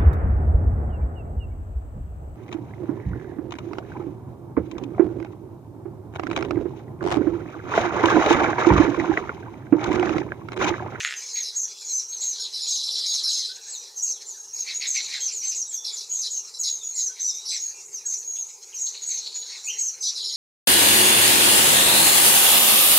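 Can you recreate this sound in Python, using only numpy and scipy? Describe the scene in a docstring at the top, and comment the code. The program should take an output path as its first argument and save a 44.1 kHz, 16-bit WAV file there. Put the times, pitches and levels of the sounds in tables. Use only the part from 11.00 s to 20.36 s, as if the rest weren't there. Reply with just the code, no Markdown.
"""A weaver colony in a leafy tree, a few metres from the microphone, over a faint outdoor rush.
Dry snaps of bill or twig come first; then near birds cheep, peep and slur throughout, whistling on both
sides of the syrinx. Harsh rasps run from 1.3 to 2.4 s and low churrs scold around 4 s, both rattled by
the syrinx membranes. Near 8 s begging buzzes come again from deeper in the tree. All the while branches
scatter every call, and more of the colony chatters further off."""
import sys
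import numpy as np
from scipy import signal
from scipy.fft import rfft, irfft, next_fast_len
from scipy.io import wavfile
from scipy.ndimage import uniform_filter1d

SR = 44100
rng = np.random.default_rng(int(sys.argv[2]) if len(sys.argv) > 2 else 0)


def store_pcm(level_fs):
    """Save levels as 16-bit WAV."""
    pcm = np.round(np.clip(level_fs, -1, 1) * 32767).astype(np.int16)
    wavfile.write(sys.argv[1], SR, np.atleast_2d(pcm).T)


N = 412776
USUAL_HZ, UPPER_SIDE_HZ = 6685, 7697  # usual pitches of the two sides of the syrinx


def syrinx(length, db, top_hz, fall_hz, second_db, gesture,
           rise=0.075, fade=0.029, tremble_hz=45, interval=1.15, octave_db=-29):
    """One side of the syrinx whistles the gesture; the other joins higher and rougher, and they beat."""
    u = progress(length)
    n = len(u)
    drop = uniform_filter1d(np.interp(u, *np.transpose(gesture)), size=n // 16, mode="nearest")
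    hz = top_hz - fall_hz * drop + 45 * waver(n, 56)
    first = phase(hz + tremble_hz * waver(n, 247))
    second = phase(np.minimum(hz * interval, 8100) + 120 * waver(n, 45) + 150 * waver(n, 550))
    mixing = amp(-14) * np.sin(2 * first - second) + amp(-31.5) * np.sin(first + second)
    tone = np.sin(first) + amp(octave_db) * np.sin(2 * first)
    tone += amp(second_db) * (np.sin(second) + mixing)
    # the harder the two sides couple, the more the tone frays, around itself and toward the octave
    fray = waver(n, 800) * np.sin(first) + amp(-14) * waver(n, 1500) * np.sin(1.75 * first)
    tone += amp(-12 + .7 * second_db) * fray
    push_db = -2.5 * drop + 1.4 * waver(n, 70)  # air pressure sinks with the pitch
    return amp(db + push_db) * np.sqrt(2) * tone * swell(u, rise, fade)


# Pitch gesture of a cheep: (time [share of note], drop [share of fall])
DOUBLE_HUMP = [(0, .45), (.1, .08), (.2, 0), (.3, .08), (.43, .4), (.53, .38), (.66, .18), (.77, .33),
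               (.88, .68), (1, 1.05)]
# Loud cheeps on the nearest perches: (time [s], length [s], level [dB], top pitch [Hz])
CHEEPS = [(.548, .114, -27.8, 6720), (.881, .136, -27.6, 6540), (1.198, .133, -27.8, 6750),
          (1.665, .122, -28.5, 6750), (2.278, .141, -30.5, 6690), (3.011, .125, -27.1, 6660),
          (3.863, .133, -27.2, 6590), (4.198, .101, -28.7, 6580), (4.541, .096, -29.6, 6780),
          (5.116, .122, -30.6, 6720), (5.3, .11, -30, 6850), (5.965, .127, -27.5, 6780),
          (6.192, .125, -26.9, 6390), (7.05, .111, -28.2, 6750), (7.776, .135, -29.3, 6780),
          (8.051, .138, -30.2, 6720), (8.775, .13, -27.2, 6670), (9.003, .11, -28.2, 6400)]
def cheep(length, db, top_hz):
    """A full two-voiced call; the quicker or lower it is, the further it falls."""
    usual_s, hurry_hz_per_s = .124, 11770
    fall_hz = 1190 + hurry_hz_per_s * (usual_s - length) + (USUAL_HZ - top_hz) / 2
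    return syrinx(length, db, top_hz, fall_hz, second_db=-10, gesture=DOUBLE_HUMP,
                  rise=0.19, fade=.14, tremble_hz=68, interval=UPPER_SIDE_HZ / top_hz, octave_db=-31.5)


# Pitch gesture of a peep: (time [share of note], drop [share of fall])
ARCH = [(0, .65), (.12, .15), (.26, 0), (.44, .1), (.62, 0), (.8, .3), (1, 1)]
# Peeps on the nearest perches: (time [s], length [s], level [dB], top pitch [Hz])
PEEPS = [(0.329, 0.11, -32.5, 6660), (0.845, .05, -36.5, 6730), (1.08, .11, -36.5, 6510),
         (1.398, 0.041, -36.5, 6810), (1.617, 0.044, -36.5, 6970), (2.059, .11, -33, 6600),
         (3.527, .11, -32.5, 6630), (3.736, 0.072, -33, 6766), (4.422, .11, -31.5, 6320),
         (5.091, 0.079, -33.5, 6770), (5.635, 0.14, -33, 6680), (5.821, 0.11, -35.5, 6760),
         (6.481, .101, -33, 6180), (6.587, 0.12, -33.5, 6660), (7.238, .12, -36.5, 6660),
         (7.325, 0.11, -33.5, 6636), (8.019, 0.025, -34, 6680), (8.339, 0.082, -34, 6860),
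         (9.21, 0.12, -38.5, 6850)]
def peep(length, db, top_hz):
    """A clean arch that deepens and roughens when pressed low; the upper side keeps its own pitch."""
    pressed_hz = USUAL_HZ - top_hz
    fall_hz = 560 + pressed_hz
    second_db = -25.5 + 0.0367 * pressed_hz
    return syrinx(length, db, top_hz, fall_hz, second_db, ARCH, rise=0.14, fade=0.065,
                  tremble_hz=36.3, interval=UPPER_SIDE_HZ / top_hz, octave_db=-29.5)


# Pitch gesture of a slur: (time [share of note], drop [share of fall])
SLIDE = [(0, .06), (.14, 0), (.3, .22), (.47, .62), (.64, .92), (.8, 1), (1, 1)]
# Down-slurs at middle distance: (time [s], slide length [s], level [dB], top pitch [Hz])
SLURS = [(0.157, 0.037, -35.5, 6480), (2.677, 0.14, -38.5, 7900), (2.955, .06, -34.5, 6420),
         (3.255, .1, -38.5, 7310), (4.006, 0.13, -40, 7300), (4.312, 0.13, -33.5, 7310),
         (4.437, 0.13, -38, 7700), (4.662, 0.13, -40, 7750), (4.726, 0.052, -32, 6530),
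         (4.917, 0.097, -37, 7240), (5.586, 0.042, -29.5, 6850), (5.935, 0.05, -35.5, 7390),
         (6.34, 0.046, -35, 6380), (6.925, 0.057, -35.5, 6510), (7.16, 0.063, -37, 7040),
         (7.737, 0.055, -36.5, 6530), (8.636, 0.099, -32, 7100)]
def slur(length, db, top_hz):
    """A downward slide that lingers at the bottom; the second voice is weaker in the high ones."""
    sink_hz_per_s, bottom_hz, linger_s = 15000, 5620, .024
    fall_hz = min(sink_hz_per_s * length, top_hz - bottom_hz)
    second_db = -13 - 0.0057 * (top_hz - 6380)
    return syrinx(length + linger_s, db, top_hz, fall_hz, second_db, SLIDE,
                  rise=0.29, fade=0.59, tremble_hz=79.5, interval=1.16, octave_db=-25)


# Response of the bill: (frequency [Hz], gain [dB])
BILL = [(8000, 1.5), (9000, 4.5), (11500, -3.5), (13300, 2.5), (14300, -13), (16000, -14)]
def bill(x):
    """The bill passes the octave of a whistled note and little above it."""
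    return colour(x, BILL)


def rattle(n, rate_hz, jitter, breath):
    """Uneven snaps of the syrinx membranes, with air rushing through each opening."""
    turns = np.cumsum(rate_hz * np.exp(jitter * waver(n, 400))) / SR
    pulses = np.diff(np.floor(turns), prepend=0)
    puffs = np.exp(-3 * (turns % 1)) * rng.standard_normal(n)
    return unit(pulses) + breath * unit(puffs)


# Response of the throat in harsh calls: (frequency [Hz], gain [dB])
THROAT = [(1500, -49), (2700, -15), (3300, -3), (4000, 2.5), (4500, 0.5), (5500, 5), (6500, -9),
          (7800, -2.5), (10800, 2), (13000, -5), (16000, -38)]
def rasp(length, db, start_hz, end_hz):
    """Two lurching, falling voices and a rattle that follows them, coloured by the throat."""
    u = progress(length * 1.12)
    n = len(u)
    hz = start_hz + (end_hz - start_hz) * u + 280 * waver(n, 120)
    upper = phase(1.06 * hz + 280 * waver(n, 650))
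    lower = phase(.85 * hz + 150 * waver(n, 400))
    overtones = amp(-16.5) * np.sin(upper + lower) + amp(-61) * np.sin(2 * upper)
    voices = unit(np.sin(upper) + amp(-5) * np.sin(lower) + overtones)
    drive = rattle(n, rate_hz=620, jitter=0.28, breath=0.35)
    grit = resonate(drive, hz, 1400) + amp(-10.5) * resonate(drive, 2 * hz, 3800)
    mix = voices * amp(2.5 * waver(n, 300)) + amp(-7) * grit
    mix += amp(-6.5) * resonate(mix, np.full(n, 4050), 410)  # the windpipe rings at its own pitch
    return amp(db) * unit(colour(mix, THROAT)) * swell(u, rise=0.15, fade=0.38)


# Single rasps near the microphone: (time [s], nominal length [s], level [dB])
RASPS = [(.42, 0.093, -35.5), (0.78, 0.067, -46), (3.547, .078, -42), (4.843, 0.069, -32.5),
         (4.959, 0.077, -36.5), (5.212, 0.072, -32), (5.534, .051, -41), (5.63, .067, -30),
         (5.954, 0.073, -37), (6.448, 0.1, -33), (9.014, 0.093, -32)]
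# Runs of rasps: (first note [s], last note [s], first level [dB], last level [dB])
RASP_RUNS = [(1.321, 1.389, -40, -34), (1.526, 2.127, -33, -29), (2.227, 2.433, -27, -35),
             (9.149, 9.314, -32.5, -32)]
def rasps():
    """Single harsh notes, the louder ending lower, and even runs, the louder notes starting higher."""
    loud_db, notes_per_s = -32, 12.6
    rows = [(s, length, db, 5644, 3700 + 119.5 * (loud_db - db)) for s, length, db in RASPS]
    for first, last, first_db, last_db in RASP_RUNS:
        count = round((last - first) * notes_per_s) + 1
        notes = np.linspace((first, first_db), (last, last_db), count)
        rows += [(s, .094, db, 5220 + 60 * (db - loud_db), 3570) for s, db in notes]
    return play(rows, rasp)


# Scolding churrs near the microphone: (time [s], level [dB], low resonance [Hz])
CHURRS = [(.345, -43.5, 2110), (3.66, -39, 2130), (3.8, -36.5, 2150), (3.937, -35.5, 2160),
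          (4.11, -38, 1960), (4.27, -50, 2370), (4.41, -50, 2240), (4.5, -53, 2430), (6.15, -54, 2000),
          (6.509, -44, 2200), (8.08, -53, 2180), (8.51, -51, 2110)]
def churr(db, hz):
    """A slower rattle through a low resonance, its octave and a hiss, sagging as the bill closes."""
    u = progress(.0858)
    sag_hz = hz * (1.04 - 0.22 * u ** 3) + 90 * waver(len(u), 200)
    drive = rattle(len(u), rate_hz=300, jitter=.25, breath=1.0)
    low = resonate(drive, sag_hz, 440)
    low = unit(colour(low, [(900, -15.5), (1700, -11.5), (2700, -1.5), (4000, 11.5)]))
    high = resonate(drive, sag_hz * 1.984, 490) + amp(-5) * resonate(drive, sag_hz * 2.43, 1500)
    high = unit(colour(high, THROAT))
    high_db = 5 + 0.28 * (-36.5 - db)  # softer churrs are thinner
    return amp(db) * (low + amp(high_db) * high) * swell(u, rise=0.33, fade=0.54)


# Soft low whistles in the tree: (time [s], length [s], level [dB], start pitch [Hz], end pitch [Hz])
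WHISTLES = [(.62, 0.29, -59, 3450, 3420), (2.72, .048, -40.5, 4590, 3500), (3.12, 0.073, -55, 4260, 3030),
            (4.2, 0.053, -45, 3160, 3380), (4.65, 0.059, -54, 3800, 3740), (4.76, 0.24, -52, 3500, 3450),
            (5.1, 0.057, -59, 2890, 3400), (5.35, 0.071, -59, 3110, 2700), (5.78, 0.063, -48.5, 3850, 3440),
            (6.27, 0.073, -47, 3940, 3570), (6.33, .12, -47, 3616, 4014), (7.36, 0.017, -51.5, 3850, 2400),
            (7.725, 0.018, -48.5, 3400, 2280), (7.94, .018, -49, 3150, 2010),
            (8.668, 0.051, -35, 2416, 3290)]
def whistle(length, db, start_hz, end_hz):
    """A plain glide with a slight tremble."""
    u = progress(length)
    hz = start_hz + (end_hz - start_hz) * u + 60 * waver(len(u), 350)
    return amp(db) * unit(np.sin(phase(hz))) * swell(u, rise=0.22, fade=0.3)


# Modes of a snap: (frequency [multiple of ring pitch], level [dB], decay by 60 dB [s])
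SNAP_MODES = [(.74, -2.5, 0.0097), (1.03, 3.5, 0.0066), (1.35, 2.5, 0.0019), (1.85, -10, 0.0041)]
def snap(db, hz):
    """Bill or twig rings for a few stiff, quickly damped cycles."""
    t = np.arange(SR // 50) / SR
    ring = sum(amp(level - 60 * t / t60) * np.sin(2 * np.pi * hz * k * t)
               for k, level, t60 in SNAP_MODES)
    ring = signal.sosfilt(signal.butter(4, 1300, "high", fs=SR, output="sos"), ring)
    return amp(db) * ring / abs(ring).max()


# Dry snaps close by: (time [s], level [dB])
SNAPS = [(.0045, -14), (.0098, -12.5), (.033, -18), (0.0397, -21), (.049, -5.5), (0.0622, -16),
         (.0755, -14), (0.0894, -19), (.109, -15.5), (0.1246, -15), (0.1396, -17)]
# Their colour at the microphone: (frequency [Hz], gain [dB])
SNAP_COLOUR = [(700, -45), (1100, -14), (1500, -3), (4200, 0.5), (6500, -15), (10000, 0.5), (15000, -42)]
def snaps():
    """A quick flurry of snaps among the leaves, none ringing quite like the last."""
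    rings_hz = 2280 * (1 + 0.15 * rng.uniform(-1.56, 1, len(SNAPS)))
    flurry = play([(s, db, hz) for (s, db), hz in zip(SNAPS, rings_hz)], snap)
    return colour(foliage(flurry, early_db=-6.5, tail_db=-7, t60=0.28), SNAP_COLOUR)


# Begging buzzes deeper in the tree: (time [s], length [s], level [dB])
BUZZES = [(1.1, 0.18, -43.5), (3.97, 0.34, -41), (7.84, 0.36, -44.5), (8.14, .38, -41)]
def buzz(length, db):
    """A long rattle held on one narrow resonance."""
    u = progress(length)
    n = len(u)
    drive = rattle(n, rate_hz=540, jitter=0.23, breath=0.29) * amp(7.1 * waver(n, 36))
    ring = resonate(drive, 4175 + 70 * waver(n, 30), width_hz=630)
    return amp(db) * ring * swell(u, rise=0.091, fade=0.063)


def far_chirps(level_db, count):
    """Birds deeper in the tree whistle arched notes at random."""
    rows = [(when * N / SR, 0.065 + 0.096 * span, level_db + 8 * loud,
             6500 + 1200 * pitch ** 2, 500 + 900 * fall)
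            for when, span, loud, pitch, fall in rng.random((count, 5))]
    return bill(play(rows, syrinx, second_db=-12, gesture=ARCH))


def far_rasps(level_db, count):
    """Short harsh notes from deeper in the tree."""
    rows = [(when * N / SR, 0.044 + .05 * span, level_db + 8 * loud, 4100 + 700 * pitch, 4000)
            for when, span, loud, pitch in rng.random((count, 4))]
    return play(rows, rasp)


# Faint calls from another tree: (time [s], start pitch [Hz])
FAR_CALLS = [(2.208, 1207), (2.25, 1540), (2.481, 1435), (2.55, 1532), (2.65, 1600)]
def far_calls(length, level_db, rise_hz):
    """One distant bird repeats a short rising whistle."""
    return play([(s, length, level_db, hz, hz + rise_hz) for s, hz in FAR_CALLS], whistle)


def far_whistles(level_db, count):
    """Faint low glides from birds in other trees."""
    rows = []
    for when, span, loud, pitch, glide in rng.random((count, 5)):
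        start_hz = 1600 + 2000 * pitch
        end_hz = start_hz * (.78 + .35 * glide)
        rows.append((when * N / SR, 0.0314 + .07 * span, level_db + 10 * loud, start_hz, end_hz))
    return play(rows, whistle)


# Rise and fall of the far colony: (time [s], level [dB])
COLONY_LEVEL = [(0, -37), (.7, -41.5), (1.3, -41.5), (2.3, -39.5), (2.6, -44.5), (3.41, -48.5), (4.07, -38),
                (4.6, -45), (6.33, -45), (7.45, -48.5), (8.29, -39.5), (9.36, -43.5)]
# Its colour at the microphone: (frequency [Hz], gain [dB])
COLONY_COLOUR = [(300, -38), (1000, -18), (1600, -18.5), (2300, -10.5), (3200, -18.5), (3700, -15),
                 (4100, 0.5), (4700, -5.5), (5600, 2.5), (6600, 3), (7600, -4.5), (8800, -19.5),
                 (11000, -27), (15000, -38.5)]
def far_chatter(gain_db, flutter_db):
    """Many distant calls merge into a fluttering, patchy hiss."""
    effort_db = np.interp(np.arange(N) / SR, *np.transpose(COLONY_LEVEL)) + flutter_db * waver(N, 23.3)
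    hiss = patchy(colour(rng.standard_normal(N), COLONY_COLOUR), depth_db=4.5)
    return amp(gain_db + effort_db) * unit(hiss)


def echoes(x, early_db, tail_db, t60, scatter_s=0.016):
    """Single echoes off near branches, then a diffuse tail from the trees around."""
    t = np.arange(SR) / SR
    early = rng.standard_normal(SR) * (rng.random(SR) < 900 / SR)  # about 900 echoes a second
    early *= np.exp(-t / scatter_s) * (t > .002)
    tail = rng.standard_normal(SR) * amp(-60 * t / t60) * (1 - np.exp(-t / 0.015))
    echo = amp(early_db) * early / np.linalg.norm(early) + amp(tail_db) * tail / np.linalg.norm(tail)
    return signal.oaconvolve(x, echo)[:N]


def foliage(x, early_db, tail_db, t60):
    """Birds call from changing perches, so two sets of echo paths take turns."""
    turn = np.pi * np.arange(N) / SR
    return x + sum(echoes(x * share, early_db, tail_db, t60) for share in (np.sin(turn), np.cos(turn)))


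# Scattered sound that differs between the channels: (frequency [Hz], gain [dB])
SPREAD = [(2000, -26), (6800, -37), (8200, -26), (12000, -11.5)]
# Balance of the calls at the microphone: (frequency [Hz], left minus right [dB])
BALANCE = [(7000, 0), (8000, -1.5), (11000, -3.5), (14000, -5)]
def stereo_microphone(birds):
    """Scattered sound reaches the two channels differently; the high treble leans right."""
    side = colour(echoes(birds, early_db=5, tail_db=-15, t60=1.0), SPREAD)
    left = colour(birds + side, [(hz, db / 2) for hz, db in BALANCE])
    right = colour(birds - side, [(hz, -db / 2) for hz, db in BALANCE])
    return np.array([left, right])


# Open air around the tree: (frequency [Hz], gain [dB])
AIR_COLOUR = [(25, -33), (60, -24), (80, -19), (125, -10.5), (220, -18.5), (295, -25), (365, 0.5),
              (440, 2.5), (540, -4), (640, -18), (800, -4), (950, -3), (1100, -11.5), (1300, -8.5),
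              (2000, -30.5), (3200, -18.5), (9000, -6.5), (13000, -15.5), (15500, -20)]
# Likeness of its two channels: (frequency [Hz], coherence [0 to 1])
AIR_COHERENCE = [(100, 0.91), (1000, 0.98), (4000, 1), (8000, 0.57), (13000, 0.7)]
def air(level_db):
    """Gently shifting outdoor rush, nearly mono below the high treble."""
    common, separate = rfft(rng.standard_normal((2, N)))
    same = np.clip(read(AIR_COHERENCE, np.fft.rfftfreq(N, 1 / SR)), 0, 1)
    pair = irfft(np.array([common, same * common + np.sqrt(1 - same ** 2) * separate]), N)
    return amp(level_db) * unit(colour(patchy(pair, depth_db=2.5), AIR_COLOUR))


def patchy(x, depth_db):
    """Overlapping sources make small patches of time and pitch come and go."""
    spectra = signal.stft(x, nperseg=512, noverlap=384)[2]
    field = rng.standard_normal(spectra.shape[-2:])
    for _ in range(2):
        field = uniform_filter1d(uniform_filter1d(field, size=4, axis=0), size=16, axis=1)
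    return signal.istft(spectra * amp(depth_db * unit(field)), nperseg=512, noverlap=384)[1][..., :N]


def amp(db):
    """Turns decibels into amplitude."""
    return 10 ** (np.asarray(db) / 20)


def unit(x):
    """Scales to rms 1."""
    return x / np.sqrt(np.mean(x ** 2) + 1e-20)


def read(points, hz):
    """Reads a spectrum table on a log-frequency axis."""
    f, value = np.transpose(points)
    return np.interp(np.log(hz + 1), np.log(f), value)


def colour(x, points):
    """Filters by a table of (frequency [Hz], gain [dB])."""
    n = x.shape[-1]
    return irfft(rfft(x) * amp(read(points, np.fft.rfftfreq(n, 1 / SR))), n)


def waver(n, rate_hz):
    """Smooth random drift of rms about 1, up to the given rate."""
    size = next_fast_len(n + 4096)
    lowpass = np.exp(-(np.fft.rfftfreq(size, 1 / SR) / rate_hz) ** 2)
    return unit(irfft(rfft(rng.standard_normal(size)) * lowpass, size))[:n]


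def phase(hz):
    """Running phase of a pitch curve."""
    return 2 * np.pi * np.cumsum(hz) / SR


def resonate(x, hz, width_hz):
    """A steep resonance that follows the curve hz."""
    turn = np.exp(1j * phase(hz))
    pole = np.exp(-np.pi * width_hz / SR)
    return unit((turn * signal.lfilter([1], [1, -2 * pole, pole * pole], x / turn)).real)


def progress(length):
    """Runs from 0 to 1 over a note."""
    return np.linspace(0, 1, max(int(length * SR), 256))


def swell(u, rise, fade):
    """Loudness of one note: a soft rise and a soft fade, as shares of its length."""
    opening = np.sin(np.pi / 2 * np.clip(u / rise, 0, 1))
    closing = np.sin(np.pi / 2 * np.clip((1 - u) / fade, 0, 1))
    return unit(opening * closing)


def play(rows, voice, **settings):
    """Sounds every row of a table with one voice, at the time in its first column."""
    mix = np.zeros(N)
    for s, *row in rows:
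        sound = voice(*row, **settings)
        part = mix[round(s * SR):][:len(sound)]
        part += sound[:len(part)]
    return mix


def scene():
    """Near, middle and far birds, more echo with distance from the microphone, in the open air."""
    near = bill(amp(-2.5) * play(CHEEPS, cheep) + amp(-1) * play(PEEPS, peep))
    middle = bill(amp(-2.5) * play(SLURS, slur))
    harsh = amp(-0.5) * rasps() + amp(-3) * play(CHURRS, churr)
    far = far_chirps(level_db=-55, count=60) + far_rasps(level_db=-56, count=24)
    far += far_calls(length=.05, level_db=-57, rise_hz=170) + far_whistles(level_db=-66.5, count=40)
    far += amp(1) * play(BUZZES, buzz)
    birds = foliage(near, early_db=-4, tail_db=-5, t60=0.24)
    birds += foliage(middle, early_db=0, tail_db=-6, t60=0.35)
    birds += amp(-2) * foliage(play(WHISTLES, whistle), early_db=-1.5, tail_db=-5, t60=0.42)
    birds += foliage(harsh, early_db=-4, tail_db=-9, t60=0.32)
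    birds += echoes(far, early_db=0, tail_db=-6.5, t60=0.73) + far_chatter(gain_db=-1, flutter_db=3)
    birds += snaps()
    return stereo_microphone(birds) + air(level_db=-56.5)


def record(dry):
    """The recorder's band limit, a steep cut at 15.7 kHz."""
    lowpass = signal.firwin(511, 15700, window=("kaiser", 9), fs=SR)
    return signal.oaconvolve(dry, lowpass[None], "same")


dry = scene()
out = record(dry)
store_pcm(out)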